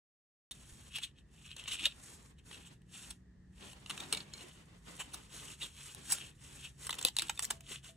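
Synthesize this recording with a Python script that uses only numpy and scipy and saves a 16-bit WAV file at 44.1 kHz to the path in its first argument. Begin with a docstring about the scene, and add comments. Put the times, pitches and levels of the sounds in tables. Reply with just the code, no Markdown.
"""A small workshop, a stereo microphone close to gloved hands that open and turn crumpled aluminium foil.
After half a second of silence the sound cuts in on a glove sliding, over a low rumble and a faint drone.
Creases give way in snaps and crackles that ring the sheet's facets, building to a sharp crack near 1.9 s.
Gloves and sleeves rub softly; just after 4 s come more snaps and a few light, ringing knocks.
More rubbing leads to the thickest run of snaps, around 7 s."""
import sys
import numpy as np
from scipy import signal
from scipy.fft import rfft, irfft
from scipy.io import wavfile

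SR = 44100
rng = np.random.default_rng(int(sys.argv[2]) if len(sys.argv) > 2 else 0)


def master_out(mix):
    """Clip the mix to full scale and print it as 16-bit PCM to the path in sys.argv[1]."""
    frames = np.transpose(np.atleast_2d(mix))
    ceiling = np.clip(frames, -1, 1)
    pcm = np.round(ceiling * 32767).astype(np.int16)
    wavfile.write(sys.argv[1], SR, pcm)


N = 351036
TIME = np.arange(N) / SR

# creases giving way at the microphone: t/s, length/s, ring f/Hz, level/dB, body and sizzle/dB re level
CREASE_SNAPS = [(0.511, 0.009, 3520, -45.5, -17.5, -1.5), (0.957, 0.011, 3060, -42.5, -20.5, -3.5),
                (0.985, 0.0018, 2580, -41.5, -5.5, -3), (1.034, .015, 3420, -41, -29, -6.5),
                (1.565, 0.0034, 3930, -49, -7.5, -0.5), (1.639, .0015, 3160, -45.5, -17, -5),
                (1.658, 0.0031, 2970, -46, -11, -18), (1.679, 0.0075, 2930, -39, -11.5, -5),
                (1.7125, 0.0033, 3300, -41.5, -15, -12), (1.728, 0.015, 2920, -43.5, -15, -2),
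                (1.855, 0.0037, 3440, -23, -28, -10), (1.863, 0.0057, 3500, -33.5, -16, -7.5),
                (2.512, 0.0027, 3150, -50.5, 0.5, -6), (2.664, 0.017, 2940, -62.5, -6, 2.5),
                (2.818, 0.0022, 3000, -70.5, -13, 0), (3.106, 0.0065, 3790, -46.5, -11.5, 1.5),
                (3.7312, 0.0028, 3120, -51.5, -6, -4), (3.861, 0.0018, 3050, -44.5, -11, -9),
                (3.897, 0.0029, 3100, -42, -8, -1), (3.902, 0.0019, 3000, -37, -4, -4),
                (3.908, 0.0031, 3140, -39, -3.5, -3.5), (3.977, 0.0027, 2880, -41.5, -8, -6),
                (4.002, 0.0058, 3530, -44, -10, -2), (4.036, 0.0032, 3870, -48.5, -16, -5),
                (4.1264, 0.0025, 4070, -25.5, -14, -3), (4.132, 0.0048, 4150, -36.5, -7.5, -4),
                (4.1477, 0.003, 3970, -34, -19, -8), (4.172, 0.0042, 4000, -41, -11, -4.5),
                (4.204, 0.0038, 3880, -45, -26, -19), (4.335, 0.006, 3070, -58, -26, 6.5),
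                (4.999, 0.019, 2620, -44.5, -2.5, -1), (5.139, 0.0099, 3450, -47.5, -6, 4.5),
                (5.614, 0.0088, 2800, -42, -35, -12), (5.627, 0.015, 3620, -41.5, -17, -7),
                (5.948, 0.0011, 3460, -47, -8, 6), (6.102, 0.0049, 3300, -45.5, -4, 8),
                (6.11, 0.0032, 3180, -44.5, -6, 12), (6.122, 0.0097, 3300, -41, -4.5, 14),
                (6.184, 0.0015, 3250, -44, -6, -1), (6.868, 0.005, 3800, -45.5, -3.5, 6),
                (6.8936, 0.0022, 3080, -36.5, 0.5, -2), (6.9065, 0.0043, 3650, -34.5, -13, -4.5),
                (6.928, 0.0041, 3160, -40.5, -5, -1.5), (6.942, 0.0025, 3170, -44.5, -6, 0),
                (6.952, 0.0032, 3380, -54, -11, 5), (6.987, 0.0061, 3160, -41.5, -10, -0.5),
                (7.013, 0.0036, 3770, -47, 0.5, 4), (7.027, 0.0018, 3560, -41, -9, 6),
                (7.05, 0.0015, 3580, -20, -14, -0.5), (7.068, 0.012, 3440, -39.5, -15, -3),
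                (7.0845, 0.0024, 3370, -35.5, -11.5, -0.5), (7.1666, 0.0013, 3580, -27.5, -16, 0.5),
                (7.1866, 0.0011, 3800, -24, -18.5, -1.5), (7.1953, 0.0009, 3800, -25, -21, -4.5),
                (7.221, 0.0021, 3500, -32.5, -7, 0.5), (7.284, 0.0027, 3400, -47, -20, -2),
                (7.2963, 0.0036, 2660, -30.5, -6.5, -2), (7.3755, 0.0024, 3360, -44.5, -14, -5),
                (7.393, 0.0018, 3160, -35.5, 0.5, 6), (7.401, 0.0035, 3000, -55, -5, 10),
                (7.424, 0.0045, 2500, -46, -10, 11), (7.431, 0.0072, 3300, -50.5, -3, 12.5),
                (7.444, 0.0045, 2180, -42.5, -14, 4), (7.451, 0.0022, 2450, -51, -11, 17.5),
                (7.5057, 0.0051, 3260, -35.5, -1.5, 4.5), (7.607, 0.003, 2730, -55, -7.5, 3)]
# resonances of the foil, from the whole sheet down to its smallest facets: f/Hz, width/Hz, level/dB
BODY_MODES = [(655, 510, -11), (1066, 570, -2), (1500, 640, -5)]
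FACET_MODES = [(2316, 560, -13.5), (2913, 530, -4.5), (3610, 480, -4.5)]
SIZZLE_MODES = [(5290, 440, -17.5), (7040, 1830, -6.5), (8175, 1300, -4), (9990, 2160, -2.5),
                (12770, 3100, -6.5), (13300, 4400, -10)]
# facets that the small buckles ring: f/Hz, width/Hz, level/dB
CRINKLE_MODES = [(1600, 970, -16.5), (2873, 650, -4.5), (3240, 1240, -4), (6070, 1600, -18.5),
                 (7900, 830, -12.5), (10100, 2800, -14.5)]
# the sheet is bent until it yields: yield t/s, build-up/s, crackle level/dB
SHEET_BENDS = [(0.967, 0.053, -40), (1.04, 0.097, -46), (1.075, 0.025, -56), (1.192, 0.048, -63.5),
               (1.464, 0.043, -50), (1.517, 0.034, -49.5), (1.601, 0.046, -44.5), (1.689, 0.014, -43),
               (1.716, 0.036, -38), (1.746, 0.06, -39.5), (1.795, 0.098, -47), (1.851, 0.081, -38.5),
               (2.389, 0.023, -64), (2.548, 0.05, -48), (5.026, 0.049, -54.5), (5.52, 0.033, -56.5),
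               (6.653, 0.063, -44), (7.22, 0.026, -46), (7.754, 0.1, -47)]
# a glove slides over the foil: t/s, length/s, attack/s, hiss level/dB, swell from start to end/dB,
# crackle/dB re hiss, rustle/dB re hiss
GLOVE_STROKES = [(0.51, 0.37, .03, -62.5, -0.5, -7.5, -6), (1.34, 0.14, 0.066, -68, 3, -0.5, -5.5),
                 (1.57, 0.34, .02, -68.5, 5, 10.5, 2), (1.94, 0.36, .07, -66, -2.5, -31, 0),
                 (2.039, 0.11, 0.077, -57.5, -2, -25, -8.5), (2.464, 0.12, 0.024, -60.5, 1, -23, -3),
                 (2.61, 0.13, 0.056, -69, -5.5, 2.5, -0.5), (2.945, 0.096, 0.051, -53.5, 0.5, -2, -8.5),
                 (3.07, 0.053, .04, -61.5, 2.5, -7.5, -1.5), (3.61, 0.11, 0.081, -60, 2.5, -1.5, -2),
                 (3.76, 0.15, 0.13, -68, 7, -22, 6), (3.92, 0.29, 0.08, -58.5, 0.5, -7, 3.5),
                 (4.22, 0.11, 0.059, -71, 3, 2, 6), (4.35, 0.077, 0.027, -58.5, 3, -3.5, -1.5),
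                 (4.47, 0.14, 0.11, -66, -7.5, -2, 2), (4.62, 0.31, .07, -75, -3.5, -22, 5.5),
                 (4.875, 0.17, 0.051, -59.5, -0.5, -7, -3), (5.164, 0.1, 0.21, -63.5, -8.5, -1.5, 3),
                 (5.345, 0.19, 0.07, -52.5, -2.5, -6, -7.5), (5.616, 0.049, 0.051, -51.5, 1.5, -2, -9),
                 (5.799, 0.12, 0.13, -55, -1.5, -2.5, -10.5), (5.93, 0.13, 0.078, -60.5, 7, -5, -2.5),
                 (6.09, 0.06, 0.072, -45, 5, -7.5, -13.5), (6.2, 0.097, 0.13, -58.5, -7.5, 2, -1),
                 (6.441, 0.25, 0.091, -59, -4.5, -6, -4.5), (6.82, 0.038, 0.055, -49.5, 3, -9, -13.5),
                 (6.92, 0.13, 0.046, -61.5, 12.5, 2, 2.5), (7.19, 0.081, 0.087, -57, 4, 1, -1.5),
                 (7.35, 0.21, 0.11, -63.5, -4, -4, -3), (7.519, 0.019, .04, -64, -1, -1, 5.5),
                 (7.698, 0.03, 0.047, -48, 5, -2, -10), (7.842, 0.044, 0.016, -56, -0.5, 0, -11)]
# bright hiss and low rustle of the rubbing: f/Hz, relative density/dB
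HISS_SPECTRUM = [(900, -13.5), (1500, -5), (2200, -6), (2900, -10), (3700, -4.5), (4900, -5.5),
                 (6000, -2.5), (8000, 2), (10000, -2.5), (12200, -1.5), (13300, -20), (15800, -38)]
RUSTLE_SPECTRUM = [(150, 4.5), (300, 3.5), (440, -1), (690, -6.5), (950, -3), (1400, -7), (2200, -8),
                   (3500, -9)]
# light knocks on something that rings: t/s, level/dB
LIGHT_KNOCKS = [(4.126, -39.5), (4.172, -45), (4.204, -57), (4.337, -53), (4.378, -58.5), (4.409, -57.5)]
# modes of the knocked object: f/Hz, level/dB re knock, t60/s
KNOCK_MODES = [(2290, -7, 0.16), (2910, -5.5, 0.13), (3980, 1, 0.05), (4240, 5.5, 0.035), (5200, 4, 0.022),
               (6800, -2, 0.051)]
# soft bumps of the hands: t/s, peak level/dB, f/Hz, t60/s
HAND_BUMPS = [(0.722, -44.5, 64.4, 0.08), (1.866, -42, 570, 0.031), (4.131, -42.5, 445, 0.081),
              (4.44, -49.5, 360, 0.11), (6.906, -47.5, 297, 0.045), (7.052, -36.5, 510, 0.033),
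              (7.052, -40, 315, 0.033), (7.222, -50.5, 331, 0.14), (7.51, -64.5, 665, 0.66),
              (7.711, -45, 362, 0.044), (7.89, -60.5, 660, 0.26)]
# faint drone, far off: t/s, f/Hz, level/dB
FAR_DRONE = [(2.3, 164, -85), (2.6, 173.6, -69.5), (3.2, 180.8, -66), (3.7, 190.2, -66.5), (4.2, 197, -71),
             (4.5, 174, -66.5), (4.9, 168, -66), (5.4, 145, -70.5), (5.7, 136, -69), (7.9, 134, -70)]
# low rumble in the workshop: f/Hz, relative density/dB
RUMBLE_SPECTRUM = [(28, -28), (42, 0), (58, 4), (100, -3), (135, 0), (190, -6), (270, -13.5), (400, -18),
                   (600, -31), (1200, -34), (2500, -41), (8000, -45), (15000, -68)]
# phase by which the left microphone lags the right: f/Hz, lag/rad
LEFT_MIC_LAG = [(2000, 0), (3200, .3), (6800, .5), (9500, 1.3), (12600, 3.05), (14000, np.pi)]


def snaps(ring_width_hz=800, ring_db=-3, facet_db=-3, detune=0.053, uneven_db=1.3):
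    """Foil, close and centred: each crease rings its own facet, and the rest of the sheet, retuned."""
    size = SR // 10
    lead = size // 4
    t = (np.arange(size) - lead) / SR
    out = np.zeros(N + size)
    for s, length_s, ring_hz, level_db, body_db, sizzle_db in CREASE_SNAPS:
        push = avalanche(length_s, t)
        snap = from_db(ring_db) * rms_one(resonate(push, ring_hz, ring_width_hz))
        groups = (BODY_MODES, body_db), (FACET_MODES, facet_db), (SIZZLE_MODES, sizzle_db)
        for modes, group_db in groups:
            gains = from_db([mode_db + uneven_db * rng.normal() for _, _, mode_db in modes])
            rings = [rms_one(resonate(push, detuned(hz, detune), width_hz)) for hz, width_hz, _ in modes]
            snap += from_db(group_db) * np.linalg.norm(gains) * rms_one(gains @ rings)
        snap *= from_db(level_db) * np.sqrt(length_s * SR / size)   # energy grows with the snap's length
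        at = round(s * SR) - lead
        out[at:at + size] += snap
    return out[:N]


def avalanche(length_s, t, rise=0.68, fall=0.89, shiver_db=-24, shiver_s=0.017, crack=0.42):
    """A crease gives way: one main crack in a volley of buckles, then the sheet shivers on briefly."""
    from_top = t / length_s - .3
    volley = np.exp(-(from_top / np.where(from_top < 0, rise, fall)) ** 2)
    shiver = from_db(shiver_db) * np.exp(-np.abs(t) / shiver_s) * (t > 0)
    push = clicks(per_s=9000, spread_db=2.5, size=len(t)) * (volley + shiver)
    crack_share = crack / (1 + (length_s / 0.0065) ** 2)   # the crack counts most in short snaps
    push[np.searchsorted(t, length_s / 8)] += crack_share * np.linalg.norm(push)
    return push


def crinkle(strength, clump_db=2.5, flicker_db=2.24, left_bias_db=1.4):
    """Just left of centre, clumps of small buckles ring the facets and merge into a dry, broad rasp."""
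    clumps = from_db(clump_db * drift(rate=220))
    rasp = 0
    for hz, width_hz, mode_db in CRINKLE_MODES:
        push = clicks(per_s=1400, spread_db=3.5) * clumps
        ring = resonate(push, hz, width_hz) * from_db(flicker_db * drift(rate=56))
        rasp += from_db(mode_db) * rms_one(ring)
    return rasp * strength * from_db([[left_bias_db / 2], [-left_bias_db / 2]])


def rubbing(hiss, rustle, flutter_db=1.5, lumpy_db=3, catch_db=-11):
    """Gloves slip on foil so densely that the grains merge into a swish; wrinkles catch and tick."""
    slips = rms_one(clicks(per_s=12000, spread_db=3.5))
    catches = from_db(catch_db) * rms_one(clicks(per_s=75, spread_db=4))
    swish = coloured(slips + catches, HISS_SPECTRUM) * from_db(flutter_db * drift(rate=79))
    low_rub = stereo_noise(RUSTLE_SPECTRUM, apart_hz=596) * from_db(lumpy_db * drift(rate=35))
    return swish * hiss + low_rub * rustle


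def hands(bend_hiss_db=-11, bend_rustle_db=-25):
    """Strength of hiss, crackle and rustle over time: strokes mostly hiss, bends mostly crackle."""
    power = np.zeros((3, N))
    for s, length_s, attack_s, hiss_db, swell_db, crackle_db, rustle_db in GLOVE_STROKES:
        mix = from_db(hiss_db + np.array([0, crackle_db, rustle_db]))
        power += np.outer(mix, gesture(s, length_s, attack_s, release_s=0.054, swell_db=swell_db)) ** 2
    for s, build_s, crackle_db in SHEET_BENDS:
        mix = from_db(crackle_db + np.array([bend_hiss_db, 0, bend_rustle_db]))   # gloves slip a little
        power += np.outer(mix, gesture(s, 0, build_s, release_s=0.035)) ** 2
    return np.sqrt(power)


def gesture(start_s, length_s, attack_s, release_s, swell_db=0):
    """Gain of one hand movement: it builds, swells or eases, and fades; attack and release span 20 dB."""
    t = TIME - start_s
    outside = np.maximum(-t, 0) / attack_s + np.maximum(t - length_s, 0) / release_s
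    progress = np.clip(t / max(length_s, 1 / SR), 0, 1)
    return from_db(swell_db * (progress - .5) - 20 * np.minimum(outside, 10) ** 0.95)


def knocks(detune=0.012, uneven_db=2, chatter_db=5):
    """Dull bumps of the hands, and light knocks whose modes vary in mix and tuning and chatter."""
    out = sum(struck(*bump) for bump in HAND_BUMPS)
    for hz, mode_db, t60 in KNOCK_MODES:
        rings = sum(struck(s, level_db + mode_db + uneven_db * rng.normal(), detuned(hz, detune), t60)
                    for s, level_db in LIGHT_KNOCKS)
        out += rings * from_db(chatter_db * drift(rate=260))
    return out


def bench_hollow(x, hz=560, width_hz=320, gain_db=-5):
    """The hollow between hands and bench rings low and reaches the two microphones in opposite phase."""
    return from_db(gain_db) * resonate(x.mean(axis=0), hz, width_hz) * np.array([[1], [-1]])


def workshop(x, gain_db=-6, t60=0.081, wall_hz=6000, first_s=0.00068, patterns=3):
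    """Short reflections off the near bench and cloth walls; their pattern wanders as the hands move."""
    t = TIME[:SR // 4]
    tails = rng.standard_normal((patterns, 2, len(t))) * from_db(-60 * t / t60) * (t > first_s)
    tails /= np.linalg.norm(tails, axis=-1, keepdims=True)
    tails = signal.lfilter(*signal.butter(1, wall_hz, fs=SR), tails)
    shares = np.array([drift(rate=7) for _ in range(patterns)])
    shares /= np.linalg.norm(shares, axis=0)
    echoes = sum(signal.oaconvolve(x * share, tail, axes=1) for share, tail in zip(shares, tails))
    return from_db(gain_db) * echoes[:, :N]


def room_tone(waver_db=2.5, whine_db=-82, rumble_db=-60.5):
    """Behind the foil: a far drone that slowly changes pitch, a faint noisy whine and a low rumble."""
    hz, level_db = in_time(FAR_DRONE)
    phase = 2 * np.pi * np.cumsum(hz * (1 + .025 * drift(rate=30))) / SR
    drone = np.sqrt(2) * np.sin(phase) * from_db(level_db + waver_db * drift(rate=8.3))
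    whine = from_db(whine_db) * rms_one(resonate(rng.standard_normal(N), hz=1800, width_hz=270))
    rumble = from_db(rumble_db) * stereo_noise(RUMBLE_SPECTRUM, apart_hz=680)
    return drone + whine + rumble


def clicks(per_s, spread_db, size=N):
    """Tiny impulses at random moments, most weak and a few strong."""
    strength = from_db(spread_db * np.minimum(rng.exponential(1, size), 4))
    return (rng.random(size) < per_s / SR) * strength * rng.choice([-1, 1], size)


def resonate(x, hz, width_hz):
    """A broad, quickly dying resonance."""
    edges = [hz - width_hz / 2, hz + width_hz / 2]
    return signal.sosfilt(signal.butter(2, edges, "band", fs=SR, output="sos"), x + 1e-18)


def struck(s, peak_db, hz, t60):
    """One mode, dying away from the moment s."""
    out, at = np.zeros(N), round(s * SR)
    t = TIME[:min(N - at, SR // 2)]
    out[at:at + len(t)] = from_db(peak_db - 60 * t / t60) * np.sin(2 * np.pi * hz * t)
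    return out


def coloured(x, spectrum):
    """Shapes a steady sound to the spectrum, falling 12 dB an octave past its ends; rms 1."""
    hz, level_db = np.transpose(spectrum)
    bins = np.maximum(np.arange(N // 2 + 1) * SR / N, 1)
    gain = from_db(np.interp(np.log(bins), np.log(hz), level_db))
    skirts = np.minimum(1, bins / hz[0]) * np.minimum(1, hz[-1] / bins)
    return rms_one(irfft(rfft(x) * gain * skirts ** 2, N))


def stereo_noise(spectrum, apart_hz):
    """Coloured noise that both microphones share in the bass and less so from apart_hz upwards."""
    mid, side = coloured(rng.standard_normal((2, N)), spectrum)
    side = signal.lfilter(*signal.butter(1, apart_hz, "high", fs=SR), side)
    return rms_one(mid + side * [[1], [-1]])


def drift(rate):
    """A random wander of rms 1 that takes a new value `rate` times a second."""
    return rms_one(np.interp(TIME * rate, np.arange(4096), rng.standard_normal(4096)))


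def in_time(rows):
    """Each column of a curve, at every sample."""
    s, *columns = np.transpose(rows)
    return [np.interp(TIME, s, column) for column in columns]


def detuned(hz, spread):
    return hz * np.exp(spread * rng.normal())


def from_db(db):
    return 10 ** (np.asarray(db) / 20)


def rms_one(x):
    return x / np.sqrt(np.mean(x ** 2) + 1e-20)


def scene():
    """Foil and hands up close, the bench and walls around them, room tone behind."""
    hiss, crackle, rustle = hands()
    handling = snaps() + crinkle(crackle) + knocks() + rubbing(hiss, rustle)
    return handling + bench_hollow(handling) + workshop(handling) + room_tone()


def record(dry, port_hz=4950, port_width_hz=550, start_s=0.51, cutoff_hz=15800):
    """The left microphone lags, most around its port's resonance; the sound cuts in; the top is cut."""
    lag = np.interp(np.arange(N // 2 + 1) * SR / N, *np.transpose(LEFT_MIC_LAG))
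    left = irfft(rfft(dry[0]) * np.exp(-1j * lag), N)
    radius = np.exp(-np.pi * port_width_hz / SR)
    port = [1, -(1 + radius ** 2) * np.cos(2 * np.pi * port_hz / SR), radius ** 2]
    left = signal.lfilter(port[::-1], port, left)   # all-pass: only the phase turns
    pair = np.array([left, dry[1]]) * (TIME >= start_s)
    return signal.sosfilt(signal.ellip(10, .1, 80, cutoff_hz, fs=SR, output="sos"), pair)


dry = scene()
out = record(dry)
master_out(out)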